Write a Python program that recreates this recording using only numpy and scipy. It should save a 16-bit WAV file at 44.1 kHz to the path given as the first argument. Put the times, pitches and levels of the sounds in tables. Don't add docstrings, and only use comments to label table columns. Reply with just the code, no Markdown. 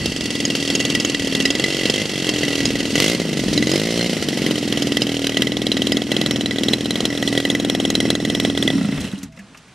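import sys
import numpy as np
from scipy import signal
from scipy.fft import rfft, irfft, next_fast_len
from scipy.io import wavfile
from scipy.ndimage import map_coordinates

SR = 44100
rng = np.random.default_rng(int(sys.argv[2]) if len(sys.argv) > 2 else 0)


def master_out(mix):
    frames = np.transpose(np.atleast_2d(mix))
    ceiling = np.clip(frames, -1, 1)
    pcm = np.round(ceiling * 32767).astype(np.int16)
    wavfile.write(sys.argv[1], SR, pcm)


N = 429534
TIME = np.arange(N) / SR
IDLE_HZ = 40.5
PULSE_LEAD_S = 200 / SR

# time_s, turns_per_s
SHAFT_SPEED = [(0.0594, 50.64), (0.24, 41.13), (0.35, 41.1), (0.46, 40.04), (0.57, 40.32), (0.68, 39.72),
               (0.79, 40.12), (0.9, 40.34), (1.03, 40.82), (1.16, 40.82), (1.28, 38.3), (1.38, 38.63),
               (1.48, 39.28), (1.64, 47.68), (1.75, 46.52), (1.86, 45.15), (2.02, 53.72), (2.2, 44.85),
               (2.31, 42.81), (2.41, 42.15), (2.52, 40.47), (2.66, 39.69), (2.8, 40.55), (2.94, 39.01),
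               (3.04, 50.33), (3.14, 61.41), (3.27, 53.19), (3.4, 45.48), (3.52, 42.69), (3.58, 41.22),
               (3.7, 44.79), (3.86, 56.43), (3.94, 57.09), (4.06, 59.36), (4.18, 53.05), (4.3, 46.84),
               (4.38, 44.41), (4.52, 43.2), (4.66, 40.88), (4.79, 41.44), (4.92, 40.16), (5.0, 40.86),
               (5.13, 40.18), (5.26, 39.27), (5.38, 39.62), (5.5, 40.52), (5.62, 40.82), (5.78, 38.92),
               (5.96, 40.53), (6.1, 40.69), (6.24, 42.32), (6.34, 39.93), (6.44, 40.34), (6.56, 39.63),
               (6.67, 40.24), (6.79, 40.72), (6.9, 40.22), (7.02, 41.37), (7.13, 40.85), (7.23, 39.47),
               (7.34, 40.16), (7.44, 39.86), (7.54, 40.98), (7.64, 40.53), (7.74, 38.93), (7.88, 39.68),
               (8.02, 39.6), (8.16, 40.9), (8.3, 40.24), (8.44, 39.97), (8.57, 39.53), (8.71, 39.13)]
# time_s, throat_db, puff_db, rattle_db
ENGINE_MIX = [(0.0, -29.5, -24.5, -25), (0.38, -23, -24.5, -25.5), (0.9, -24, -25.5, -25),
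              (1.48, -21, -30, -26), (1.74, -56, -59, -24), (1.86, -62, -40, -26), (2.14, -38, -24, -24),
              (2.42, -26, -30, -23.5), (2.95, -28, -26, -26.5), (3.1, -38, -28, -26.5),
              (3.3, -25, -19, -26.5), (3.47, -24, -25, -26.5), (3.631, -23, -25, -30),
              (3.729, -34, -35, -28), (4.11, -52, -20.5, -27), (4.16, -25.5, -25, -25.5),
              (4.94, -24, -25.5, -27.5), (5.17, -21.5, -24, -26), (5.572, -27, -25.5, -28.5),
              (6.3, -26, -24, -27), (7.1, -23, -25, -26), (7.549, -24, -27, -28.5), (7.9, -32, -25, -29.5),
              (8.59, -23, -23.5, -27.5), (8.74, -27, -20, -29), (8.82, -23, -20.5, -31.5),
              (9.05, -41, -33, -27.5)]
# time_s, gas_jet_db, silencer_db, bark_db
FIRING_BITE = [(0, -0.5, -4, -16), (1.2, -2, 3.5, -12.5), (2.2, -5.5, 0, -15.5), (3, 3.5, -1, -12.5),
               (4.2, 5, -2, -12.5), (5.2, 0, -7.5, -8), (6.2, 0.5, -0.5, -8), (7.2, -0.5, 0, -9),
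               (8, 2, -2, -7), (8.7, 1.5, 1, -5.5)]
# start_s, puff_db, throat_db, chuff_db
COAST_STROKES = [(8.731, -33, -14, -30), (8.754, -16, -9.5, -45), (8.783, -14, -32, -28.5),
                 (8.813, -19, -17.5, -30), (8.849, -17, -30, -30), (8.888, -17, -18, -31),
                 (8.925, -18.5, -18.5, -29), (8.98, -22, -21, -26.5), (9.047, -20, -28, -34),
                 (9.135, -18, -45, -47), (9.232, -26.5, -26.5, -44), (9.376, -42, -48, -42)]
# time_s, heading (0 nose-on, 1 side-on)
HEADING = [(0, 0.028), (2.5, 0.27), (4, 0.58), (4.8, 0.45), (5.6, 0.59), (9.74, 1)]


def shaft():
    # start_s, turns_per_firing, mean_pop_db, first_crack_db, last_crack_db
    spells = [(0.059, 3, -18.9, -9.6, -9.6), (0.121, 2, -21.6, -17.2, -10.6),
              (0.602, 1, -22.1, -17.0, -13.0), (0.703, 2, -18.4, -9.5, -11.6),
              (1.197, 1, -22.4, -15.3, -15.6), (1.274, 2, -19.6, -14.7, -14.7),
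              (1.352, 2, -17.1, -8.7, -9.3), (1.662, 1, -20.4, -16.3, -14.4), (1.856, 2, -14.0, -9.2, -9.2),
              (1.941, 1, -19.4, -9.8, -16.4), (2.018, 2, -21.0, -16.4, -16.7),
              (2.137, 1, -22.0, -17.3, -15.3), (2.292, 2, -16.3, -9.6, -9.6),
              (2.339, 1, -20.4, -14.8, -17.6), (2.433, 2, -17.1, -11.0, -11.0),
              (2.506, 1, -19.3, -17.4, -15.6), (2.606, 2, -18.4, -13.5, -16.4),
              (2.956, 1, -14.7, -14.7, -13.9), (3.043, 1, -17.3, -9.9, -17.5),
              (3.149, 3, -17.1, -15.5, -15.5), (3.218, 2, -19.9, -24.7, -20.4),
              (3.394, 2, -16.7, -22.3, -13.1), (3.695, 1, -14.8, -19.1, -11.5),
              (3.779, 1, -18.8, -16.4, -20.4), (3.977, 1, -18.8, -15.5, -18.0),
              (4.062, 2, -17.8, -17.1, -15.3), (4.169, 3, -18.8, -21.4, -16.1),
              (4.33, 2, -16.3, -20.2, -12.7), (4.558, 1, -20.2, -16.8, -16.8),
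              (4.582, 2, -19.0, -19.4, -20.0), (4.726, 2, -16.8, -11.9, -11.5),
              (5.07, 1, -20.4, -14.8, -19.1), (5.245, 1, -20.4, -10.2, -15.9),
              (5.371, 2, -16.2, -6.6, -6.6), (5.472, 2, -17.7, -12.9, -8.6), (5.971, 2, -19.9, -7.0, -23.4),
              (6.118, 2, -18.0, -8.1, -18.6), (6.586, 2, -17.2, -11.7, -6.5),
              (6.785, 1, -23.4, -20.0, -20.0), (6.81, 2, -19.2, -17.1, -10.2),
              (7.104, 1, -21.4, -22.3, -21.2), (7.178, 2, -18.0, -15.4, -10.5),
              (7.328, 1, -17.4, -18.2, -18.2), (7.378, 1, -19.0, -7.3, -24.9),
              (7.453, 2, -15.9, -11.6, -10.2), (8.054, 2, -14.1, -19.1, -19.1),
              (8.104, 2, -16.9, -8.8, -20.1), (8.252, 2, -17.6, -10.9, -10.3),
              (8.451, 2, -18.1, -9.4, -24.3), (8.577, 2, -17.0, -9.8, -6.8),
              (8.704, 1, -15.9, -10.4, -10.4)]
    # time_s, crack_db, silencer_db, cowl_db, head_db, fins_db
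    accents = [(0.453, 1, 4, -5.0, 8, 19), (0.753, 0.5, -5, -0.5, 4.0, 15), (0.803, -1.5, 3.5, 5, 4.0, 13),
               (0.852, 2.5, -4, 3, -4.5, 9), (0.952, 3.5, 7.5, -2.5, 0, -0.5), (1.0, 0, 2, -1.0, 7.0, 12),
               (1.05, 1, -3, -5.0, 5.5, 14.5), (1.099, -0.5, -15, 3, -2, 8),
               (1.274, 1.5, -2, -2.0, 0.5, -3), (1.455, -0.5, 7.5, 8, 9, 5), (1.506, 1.5, -1, -2, 7.5, 8.5),
               (1.553, -4.0, -7, 3.5, 7.0, 5), (1.641, -1.5, 5, 10, 7, -7.0),
               (1.856, -1, -4, 2.5, 9.5, 2.0), (1.9, 5, -12, 0.0, 2.5, -4),
               (2.246, 1.5, -5, -7.0, -6.0, -10), (2.292, 2, 4.5, 4.0, 9, 3), (2.433, 1.5, 2, 7, -0.5, -8),
               (2.556, 4.5, 7, 1, 4, -9), (2.656, 4, -10, 4, 18, 10), (2.956, 6.5, 6, 1.0, -4.0, 6),
               (3.023, 4, 6, 2, -2.5, 0.0), (3.043, 3, 1, 0.0, -3, 2), (3.063, 2.5, 2, -6, -11, 2),
               (3.578, 5, 7, 7, 0.0, -2), (3.672, -1.5, 0, -0.5, 6.5, 10), (3.717, 1, -6, -2.0, 10, 10),
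               (3.759, 0, -10, -1.0, 10.5, 0.0), (4.011, -1, 6, 14, 1.5, 4), (4.727, 5, -4, -4, 2, -3),
               (4.824, 0, -5, 4, 10, 18), (4.872, -3, -17, -5, 9, 0.5), (4.971, 5, 10, -8, -0.5, -4.0),
               (5.02, 0.5, -9, 1, 14, 0.0), (5.169, 3, -4, 1.0, -10, -8.0), (5.321, 0, 9, -3.0, -3.0, -3.5),
               (5.371, 0, 7, -1, 2, 9), (5.422, -0.5, 6, -1.5, 0.0, 1.0), (5.472, 0, 9, 1.5, 2.0, 10),
               (5.719, 2, -2, 7, 0.0, -3.0), (5.769, -3.5, 4, 5, 10, 11), (5.921, 2, 4, -7, 16, -3.5),
               (5.971, -1, 2, -8, -5, 8), (6.021, 2.0, -1, -6, -8.0, -5), (6.119, -1.5, 6, 3.0, -7.0, 2.5),
               (6.168, 0, -2, -3, -3, 0), (6.215, 0.5, 5, 4, 10, 6), (6.263, 0.5, 1, 6.5, -5.5, -1.0),
               (6.461, 3.5, 1, 8, -1, 2), (6.51, 2, 9, 7, 11, 2.0), (6.636, 1.5, 2, 0.5, 0.5, -1),
               (6.735, -1, 0, 9.5, -5.5, -13), (6.908, 1.5, -2, 8.5, -7.0, 4), (7.006, 2, -6, -9, 1.5, 5),
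               (7.054, 4, -5, -1, 2.5, 3.5), (7.227, -1, 9.5, -1.0, -1.0, 12), (7.278, 2, 4, 4, -4.5, -5),
               (7.453, 0.5, 6, 9, -4.5, 8), (7.502, 4, 4, -7, -3.5, 8), (7.551, 0, 4, -1, -2.5, 7),
               (7.601, -6, -11, 3.5, -1.5, 12), (7.7, 2.0, 2, -3.0, -4.5, -9), (7.802, 1.5, -5, 2, -3.0, 7),
               (7.853, 3, 1, -2.0, 4, -2.5), (7.903, -3.5, -2, 4.5, -0.5, 10), (7.954, 3, 1, 12, -2.0, 0),
               (8.004, 2.5, 6, 2.0, -7.0, 1), (8.104, 3, -1.5, 6, -4.5, -5), (8.154, 2, 4, 9, -6.0, 3.0),
               (8.577, -4, 2, -3, -3, -2), (8.627, -4, -4, -4, -4, 0), (8.678, -4.5, 1, -6, -4, 0),
               (8.704, -6, -1, -6, -4, 0)]
    pop_follows = 0.59
    first_s, cut_s = SHAFT_SPEED[0][0], SHAFT_SPEED[-1][0]
    count = np.cumsum(curves(SHAFT_SPEED)[0] * (TIME > first_s)) / SR
    started = TIME >= first_s
    turns = np.interp(np.arange(int(count[int(cut_s * SR)]) + 1), count[started], TIME[started])
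    starts = [np.abs(turns - row[0]).argmin() for row in spells] + [len(turns)]
    fired, pop_db, crack_db = [], [], []
    for (_, every, mean_db, first_db, last_db), start, end in zip(spells, starts, starts[1:]):
        spell = np.arange(start, end, int(every))
        trend = np.linspace(first_db, last_db, len(spell))
        fired = np.append(fired, spell).astype(int)
        crack_db = np.append(crack_db, trend)
        pop_db = np.append(pop_db, mean_db + pop_follows * (trend - trend.mean()))
    accent_db = np.zeros((5, len(fired)))
    for s, *db in accents:
        accent_db[:, np.abs(turns[fired] - s).argmin()] = db
    return turns, fired, pop_db, crack_db + accent_db[0], accent_db[1:]


def exhaust_pops():
    turns, fired, pop_db, *_ = shaft()
    times = turns[fired]
    pop_db = pop_db + rng.normal(0, 0.06, len(times))
    bark_db = pop_db + curves(FIRING_BITE, times)[2] + rng.normal(0, 2.8, len(times))
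    pops = strike(times - PULSE_LEAD_S, pop_db + 9.5, pulse(hz=370, width_s=0.0014))
    barks = strike(times - PULSE_LEAD_S, bark_db + 1.5, pulse(hz=700, width_s=0.0023))
    rebound = strike(times + 0.0004, pop_db + 0.5, ring(hz=202, t60=0.032, attack=0.0014))
    return pops + barks + rebound


def cracks():
    turns, fired, pop_db, crack_db, accent_db = shaft()
    times = turns[fired]
    crack_scatter_db, ring_scatter_db = rng.standard_normal((len(times), 2)).T
    crack_db = crack_db + crack_scatter_db
    jet_db, silencer_db, _ = curves(FIRING_BITE, times)
    jet = gas_jet(times, crack_db + jet_db)
    ring_db = pop_db + silencer_db + accent_db[0] + ring_scatter_db
    shock = strike(times - 0.0018, crack_db + 7, swell(0.00054, 0.0011))
    shock += strike(times - 0.0015, crack_db - 0.5, swell(0.0033, 0.0028))
    clank = silencer_clank(times, ring_db)
    blow_s = times - 0.0012 + rng.normal(0, 0.00017, len(times))
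    blow = pan(-1) * strike(blow_s, crack_db + 14, [1.0])
    pings = cylinder_pings(times, crack_db, accent_db[1:])
    return pings + casing(stereo_noise() * shock + blow) + jet + clank + silencer_note(times, ring_db)


def gas_jet(times, db):
    # frequency_hz, level_db
    colour = [(400, -22), (800, -22), (1500, -13.5), (4000, -12.5), (10000, -23), (15000, -29)]
    bursts = strike(times - 0.0012, db + 10 + rng.normal(0, 3.5, len(times)), swell(0.00049, 0.0019))
    return equalise(stereo_noise() * bursts, colour)


def casing(x):
    # pitch_hz, width_hz, nose_on_db, quarter_on_db, side_on_db
    resonances = [(2186, 42, -6, -2.5, -38), (2764, 57, 6.5, 1.5, -12), (3160, 310, -6, -2.5, -3.5),
                  (3806, 98, -1.5, -1.5, 1), (4100, 100, -8, -5, -1.5), (4456, 34, -0.5, -13, -34),
                  (4800, 46, -6.5, -29, -9), (4990, 22, -11, -2, -29.5), (5480, 64, 1.5, -8, -9.5),
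                  (5960, 93, -2, -3.5, -25), (6500, 74, -2, -12.5, -10), (6940, 99, -4, -4.5, -12),
                  (7730, 230, -6.5, -21, -10), (8820, 130, -9.5, -9, -11), (9470, 290, -12.5, -23, -10),
                  (9990, 230, -9, -25, -10), (11400, 1500, -23, -22, -46)]
    hz, width, *views_db = np.transpose(resonances)
    width = np.maximum(width, 85)
    view = 2 * np.clip(curves(HEADING)[0], 0, 1)
    return sum(np.clip(1 - np.abs(view - k), 0, 1) * resonate(x, np.transpose([hz, width, db]))
               for k, db in enumerate(views_db))


def cylinder_pings(times, crack_db, accent_db):
    # time_s, wall_pitch_hz, wall_db, cowl_db, head_db, fins_db
    voicing = [(0, 3200, -6, -31, -10, -13), (1.3, 3200, -3.5, -17, -17, -16),
               (3.001, 3144, -6.5, -17, -24, -11), (3.6, 3050, -9, -10, -13, -7),
               (4.05, 3000, -4, -11, -17, -22), (4.799, 3073, -3, -17, -20, -27),
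               (6.001, 3224, -3, -10.5, -26.5, -19), (6.499, 3250, -3, -13.5, -25, -15),
               (7, 3280, -6, -8.5, -30, -17), (7.299, 3300, -2, -17, -32, -22),
               (8.2, 3320, -5.5, -15, -32, -10), (8.7, 3334, 3, -14, -32, -31)]
    wall_hz, wall_db, *parts_db = curves(voicing, times)
    scatter_hz, scatter_db = 80, 1.6
    chance = rng.standard_normal((len(times), 4)).T
    cowl_db, head_db, fins_db = crack_db + parts_db + accent_db + scatter_db * chance[1:]
    latest = np.maximum(np.searchsorted(times, TIME + 0.005) - 1, 0)

    def note(hz):
        return np.sin(phase_of(hz[latest]))

    def rough_note(hz, rough_db=3, waver_hz=70):
        return note(hz) * amp(rough_db * wobble(250)) * np.cos(phase_of(waver_hz * wobble(150)))

    wall = note(wall_hz + scatter_hz * chance[0])
    wall *= strike(times - 0.0022, crack_db + wall_db + 6.5, swell(0.0008, 0.0011))
    cowl = rough_note(hz=3995 + 11 * over_idle(times))
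    cowl *= strike(times - 0.0016, cowl_db + 7, swell(0.00038, 0.0049))
    head = rough_note(hz=5020 + 6 * over_idle(times))
    head *= strike(times - 0.001, head_db + 6, swell(0.00029, 0.0081))
    fins = strike(times - 0.001, fins_db + 4.5, ring(hz=6630, t60=0.021, attack=0.00084))
    return pan(-0.6) * wall + pan(-3) * (cowl + head) + pan(-4) * fins


def silencer_clank(times, db):
    bursts = stereo_noise() * strike(times - 0.001, db + 16.5, swell(0.00017, 0.0021))
    return resonate(bursts, [(1992, 200, 0.87), (2100, 170, -1.8)])


def silencer_note(times, db):
    rest_hz, hot_lift_hz, cooling_s = 1927, 69.8, 0.02
    since_s = TIME - times[np.maximum(np.searchsorted(times, TIME) - 1, 0)]
    hz = rest_hz + hot_lift_hz * np.exp(-np.abs(since_s) / cooling_s) + 6.5 * over_idle(TIME)
    note = np.sin(phase_of(hz + 14 * wobble(60))) * amp(2.9 * wobble(60))
    return pan(-2) * note * strike(times, db - 4.5, swell(0.00013, 0.0094))


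def pipe_puffs():
    # pitch_hz, level_db, t60_s
    pipe_modes = [(238.2, 9, 0.041), (305.6, 3, 0.046), (404, -18, 0.099)]
    pipe = sum(amp(db) * ring(hz, t60, attack=0.0013) for hz, db, t60 in pipe_modes)
    turns, fired, *_ = shaft()
    missed = np.delete(turns, fired)
    puff_db = curves(ENGINE_MIX, missed)[1] + 9.5 + shaking_db()[(missed * SR).astype(int)]
    puff_db -= 0.4 * over_idle(missed)
    return strike(missed - 0.001, puff_db + rng.normal(0, 1.3, len(missed)), pipe)


def intake():
    throat = ring(hz=276, t60=0.13, attack=0.0015)
    turns, fired, *_ = shaft()
    missed = np.delete(turns, fired)
    blowback_db = curves(ENGINE_MIX, missed)[0] - 17 + rng.normal(0, 2.5, len(missed))
    breath_db = curves(ENGINE_MIX, turns)[0] + 1 + rng.normal(0, 0.99, len(turns))
    running = strike(missed - 0.001, blowback_db, throat) + strike(turns - 0.0015, breath_db, throat)
    coast_s, _, coast_db, _ = np.transpose(COAST_STROKES)
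    return strike(coast_s, coast_db + 5.5, throat) - running


def shaft_hum():
    # multiple, level_db, phase_rad
    body_orders = [(3, 0, 1.44), (4, -2, 1.1), (5, -4.5, -0.43), (6, 0.5, 0.1), (8, 6, 5)]
    # pitch_hz, width_hz, level_db
    fuselage = [(168, 60, 0)]
    # multiple, level_db, phase_rad
    propeller_orders = [(2, 5.5, 0.94), (4, 7, -1.24)]
    # time_s, level_db
    thrum_fader = [(0, -49), (0.9, -45), (1.5, -48), (1.7, -45), (2.05, -45), (2.3, -52), (2.8, -55),
                   (3.15, -45), (3.3, -45), (3.5, -34), (3.95, -37), (4.4, -42), (5.4, -39), (6.5, -41),
                   (7.5, -38), (8.0, -33), (8.6, -34), (9.05, -50)]
    # multiple, level_db, phase_rad
    rev_orders = [(5, -3, 0.3), (7, -18, 0.38), (9, -3, 0.3), (10, -7, 0.3), (12, -11, 0.32)]
    # time_s, level_db
    third_fader = [(0, -45), (1.5, -39), (1.75, -30), (2.0, -38), (2.5, -43), (3.2, -33), (3.7, -26),
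                   (4.15, -37), (4.6, -33), (6.2, -35.5), (8.6, -34), (9.05, -48)]
    # time_s, level_db
    seventh_fader = [(0, -31), (0.5, -29), (1.45, -28), (1.6, -26), (1.9, -29), (2.05, -50), (2.25, -24.5),
                     (2.95, -25.5), (3.08, -35), (3.25, -40), (3.5, -22.5), (3.72, -23), (3.95, -51),
                     (4.4, -24.5), (5.2, -27.5), (6.2, -26), (7.0, -28), (7.55, -26), (8.7, -26.5),
                     (9.05, -45)]
    turns, *_ = shaft()
    coast_s = np.transpose(COAST_STROKES)[0]
    lead_in_s = turns[0] - 0.021 * np.arange(3, 0, -1)
    strokes = np.concatenate([lead_in_s, turns, coast_s])
    angle = 2 * np.pi * np.interp(TIME, strokes, np.arange(len(strokes)))

    def partials(orders):
        return [amp(db) * np.cos(k * angle + phase) for k, db, phase in orders]

    body = amp(curves(ENGINE_MIX)[1] - 3 + shaking_db()) * resonate(sum(partials(body_orders)), fuselage)
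    thrum = sum(amp(curves(thrum_fader)[0] + wobble(5.3)) * tone for tone in partials(propeller_orders))
    rev = amp(-50.5 + 1.02 * over_idle(TIME)) * sum(partials(rev_orders))
    third = amp(curves(third_fader)[0]) * np.cos(3 * angle + 1.52)
    seventh = np.cos(7 * angle + 0.6 + 0.3 * wobble(12))
    seventh *= amp(curves(seventh_fader)[0] + shaking_db() + 2.1 * wobble(20))
    drone = resonate(seventh, [(289, 75, 0)])
    return (TIME < coast_s[-4]) * (body + thrum + rev + third + drone)


def rattle():
    # frequency_hz, level_db
    colour = [(350, 5), (600, -1), (974, -11.5), (1720, -8.5), (1950, -1.5), (2340, -15), (2650, -2),
              (3300, -15), (3700, -16.5), (5540, -15), (12300, -35.5), (13700, -27), (15000, -63)]
    # pitch_hz, width_hz, level_db
    tin_modes = [(1974, 19, 3), (2738, 43, 5.5), (3250, 110, -5), (4510, 53, 3)]
    turns, fired, *_ = shaft()
    heading = curves(HEADING)[0]
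    turn_beat = strike(turns - 0.002, rng.normal(-9, 4, len(turns)), swell(0.00065, 0.0011))
    firing_beat = strike(turns[fired], np.full(len(fired), -3), swell(0.0027, 0.0035))
    noise = stereo_noise() * (1.14 + turn_beat + firing_beat) * amp(0.83 * wobble(30))
    hiss = unit(equalise(noise, colour)) + 0.5 * unit(casing(noise * amp(4.9 * wobble(200))))
    sing = 0.38 * heading ** 3 * amp(4.5 * wobble(25)) * unit(resonate(noise, [(5480, 210, 0)]))
    sing *= fade(start_s=8.6, db_per_s=-40)
    tin = 0.83 * (1 - heading) ** 2 * unit(resonate(noise, tin_modes))
    level = amp(curves(ENGINE_MIX)[2] + 2 + shaking_db()) * fade(start_s=9.05, db_per_s=-130)
    return level * unit(hiss + sing + tin)


def shaking_db():
    turns, fired, pop_db, *_ = shaft()
    return 0.9 * np.interp(TIME, turns[fired], pop_db - pop_db.mean())


def propeller_wash():
    # time_s, level_db
    fader = [(0, -37.5), (0.65, -36), (1.5, -37.5), (2.82, -35.5), (3.05, -29), (3.24, -39), (3.52, -32),
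             (3.73, -33.5), (3.96, -36), (4.14, -33.5), (5.33, -42), (7.1, -45), (7.33, -37), (7.69, -55),
             (8.57, -43), (8.65, -40), (8.76, -44), (9.3, -69)]
    # frequency_hz, level_db
    colour = [(900, -17), (2500, 4.5), (4500, 9.5), (7000, 2.5), (10000, -4), (13500, -17.5), (15500, -46)]
    turns, fired, *_ = shaft()
    surge = 1 + strike(turns[fired] - 0.002, np.zeros(len(fired)), swell(0.004, 0.0061))
    noise = stereo_noise() * surge * amp(2.5 * wobble(120))
    return amp(curves(fader)[0] + 6.5) * unit(equalise(noise, colour))


def coasting_puffs():
    times, db, *_ = np.transpose(COAST_STROKES)
    push = strike(times - PULSE_LEAD_S + 0.0022, db, pulse(hz=260, width_s=0.0021))
    return push + strike(times - 0.002, db + 4.5, ring(hz=194, t60=0.12, attack=0.0013))


def coasting_chuffs():
    # pitch_hz, width_hz, level_db
    chuff_modes = [(560, 170, 4.5), (1370, 150, 3), (2010, 140, 3.5), (2730, 170, -2), (3480, 250, -2),
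                   (4000, 200, -14), (5300, 260, -8)]
    times, _, _, db = np.transpose(COAST_STROKES)
    return resonate(stereo_noise() * strike(times - 0.004, db + 15.5, swell(0.0008, 0.006)), chuff_modes)


def settling():
    # start_s, pitch_hz, level_db, t60_s
    last_rings = [(9.043, 206, -24, 0.11), (9.127, 198, -21, 0.14), (9.17, 278, -20.5, 0.18),
                  (9.28, 655, -47, 0.99), (9.32, 270, -40.5, .1), (9.385, 694, -41, 0.15),
                  (9.386, 197, -23.5, 0.21), (9.5, 270, -38, 0.29)]
    # start_s, level_db, pitch_hz, tick_db
    slack_knocks = [(9.0034, -26, 1860, -25), (9.0396, -22, 2740, -35), (9.0722, -20, 2710, -38),
                    (9.1234, -29, 1440, -37), (9.154, -22.5, 2840, -53), (9.1849, -48, 1970, -37),
                    (9.215, -28, 2720, -54), (9.2293, -35, 2070, -26), (9.3211, -39, 2100, -49),
                    (9.362, -36, 2670, -50), (9.389, -25.5, 1830, -39), (9.545, -27, 1170, -49),
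                    (9.572, -27, 2800, -38.5), (9.6793, -37, 2360, -52)]
    knocks = np.zeros(N)
    for s, db, hz, _ in slack_knocks:
        burst = strike([s], [db + 8], swell(0.0013, 0.011)) * rng.standard_normal(N)
        knocks += resonate(burst, [(hz, 250, 0), (2750, 400, -8)])
    times, _, _, tick_db = np.transpose(slack_knocks)
    ticks = strike(times, tick_db + 6, swell(0.0012, 0.0076)) * rng.standard_normal(N)
    rings = sum(strike([s], [db], ring(hz, t60, attack=0.0098)) for s, hz, db, t60 in last_rings)
    return knocks + resonate(ticks, [(5900, 2100, 0)]) + rings


def grass_scatter(x):
    tails = rng.standard_normal((2, 800)) * amp(-np.linspace(0, 30, 800))
    first, second = signal.fftconvolve(x[None], tails / np.linalg.norm(tails[0]), axes=1)[:, :N]
    drift = 2 * wobble(3)
    side = np.cos(drift) * first + np.sin(drift) * second
    return x + amp(-18.5) * np.outer([1, -1], side)


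def wind():
    # peak_s, level_db
    gusts = [(0, -21.5), (1.25, -30), (1.65, -49), (2.71, -27.5), (2.96, -44), (3.5, -26), (3.991, -29),
             (5.91, -36), (6.35, -37), (7.27, -54), (8.33, -31), (9.0, -28)]
    # frequency_hz, level_db
    colour = [(20, 5), (40, 21), (80, 12), (150, 13), (250, 12), (500, -49)]
    calm_db, slope_db_per_s = -55, -72
    rumble = amp(3 * wobble(8)) * equalise(stereo_noise(), colour)
    level = amp(calm_db) + sum(amp(db + slope_db_per_s * np.abs(TIME - s)) for s, db in gusts)
    return amp(5.5) * level * unit(rumble)


def field_hush():
    # time_s, level_db
    fader = [(0, -42.5), (9.26, -41.5), (9.3, -56), (9.38, -45), (9.74, -44.5)]
    # frequency_hz, level_db
    colour = [(40, 16), (100, 2), (300, 6), (600, 2), (1500, 2.5), (3000, -1.5), (8000, -9), (11000, -17),
              (13000, -45)]
    return amp(curves(fader)[0]) * unit(equalise(stereo_noise(), colour))


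def stereo_noise():
    # frequency_hz, correlation
    likeness = [(60, .99), (1000, .98), (2000, .94), (3300, .9), (5500, .8), (9000, .75), (15000, .62)]
    # frequency_hz, left_minus_right_db
    lean = [(60, 0), (1200, 0), (2000, -2), (3300, 0), (5500, -3.5), (9000, .5), (13000, 4.5), (15000, 5)]
    # frequency_hz, left_lead_rad
    lead = [(60, 0), (5860, -.2), (6720, 1.4), (7320, 1.2), (7750, 0), (9220, .3), (9820, 1.5), (12200, .1)]

    def width(hz):
        angle = np.arccos(np.clip(along(likeness, hz), -1, 1)) / 2
        return np.array([np.cos(angle), np.sin(angle)])

    def ports(hz):
        return pan(along(lean, hz)) * np.exp(1j * np.outer([0.5, -0.5], along(lead, hz)))

    mid, side = filtered(rng.standard_normal((2, N)), width)
    return filtered(np.array([mid + side, mid - side]), ports)


def over_idle(times):
    return curves(SHAFT_SPEED, times)[0] - IDLE_HZ


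def amp(db):
    return 10 ** (np.asarray(db) / 20)


def pan(left_minus_right_db):
    return amp(np.outer([0.5, -0.5], left_minus_right_db))


def fade(start_s, db_per_s):
    return amp(db_per_s * np.maximum(TIME - start_s, 0))


def unit(x):
    return x / np.sqrt(np.mean(x ** 2) + 1e-20)


def phase_of(hz):
    return 2 * np.pi * np.cumsum(hz) / SR


def along(points, hz):
    knots_hz, values = np.transpose(points)
    return np.interp(np.log(hz + 1), np.log(knots_hz + 1), values)


def curves(rows, times=TIME):
    knots_s, *columns = np.transpose(rows)
    return [np.interp(times, knots_s, column) for column in columns]


def wobble(rate):
    return map_coordinates(rng.standard_normal(int(N * rate / SR) + 4), [TIME * rate])


def filtered(x, response):
    size = next_fast_len(N + SR // 2)
    return irfft(rfft(x, size) * response(np.fft.rfftfreq(size, 1 / SR)), size)[..., :N]


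def equalise(x, colour):
    return filtered(x, lambda hz: amp(along(colour, hz)))


def resonate(x, modes):
    return filtered(x, lambda f: sum((-1) ** k * amp(db) * 1j * f * width / (hz**2 - f**2 + 1j * f * width)
                                     for k, (hz, width, db) in enumerate(modes)))


def strike(times, db, shape):
    samples = np.clip(np.round(np.asarray(times) * SR).astype(int), 0, N - 1)
    return signal.fftconvolve(np.bincount(samples, amp(db), N), shape)[:N]


def pulse(hz, width_s):
    t = np.arange(-200, 200) / SR
    return np.cos(2 * np.pi * hz * t) * np.exp(-(t / width_s) ** 2)


def ring(hz, t60, attack):
    t = np.arange(SR // 2) / SR
    return -np.sin(2 * np.pi * hz * t) * amp(-60 * t / t60) * (1 - np.exp(-t / attack))


def swell(rise_s, fall_s):
    t = np.arange(SR // 10) / SR
    shape = (1 - np.exp(-t / rise_s)) ** 2 * np.exp(-t / fall_s)
    return shape / shape.max()


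def scene():
    body = grass_scatter(exhaust_pops() + pipe_puffs() + intake() + shaft_hum()
                         + coasting_puffs() + settling())
    return body + cracks() + rattle() + coasting_chuffs() + propeller_wash() + wind() + field_hush()


def record(dry):
    # frequency_hz, gain_db
    microphone = [(20, -29), (55, -12.5), (100, -5), (140, -3), (12500, -3.5), (14500, -13.5), (16000, -38)]
    ceiling, top_hz = 0.98, 16200
    heard = equalise(dry, microphone)
    soft = heard / (1 + np.abs(heard / ceiling) ** 6) ** (1 / 6)
    return filtered(soft, lambda hz: hz < top_hz)


dry = scene()
out = record(dry)
master_out(out)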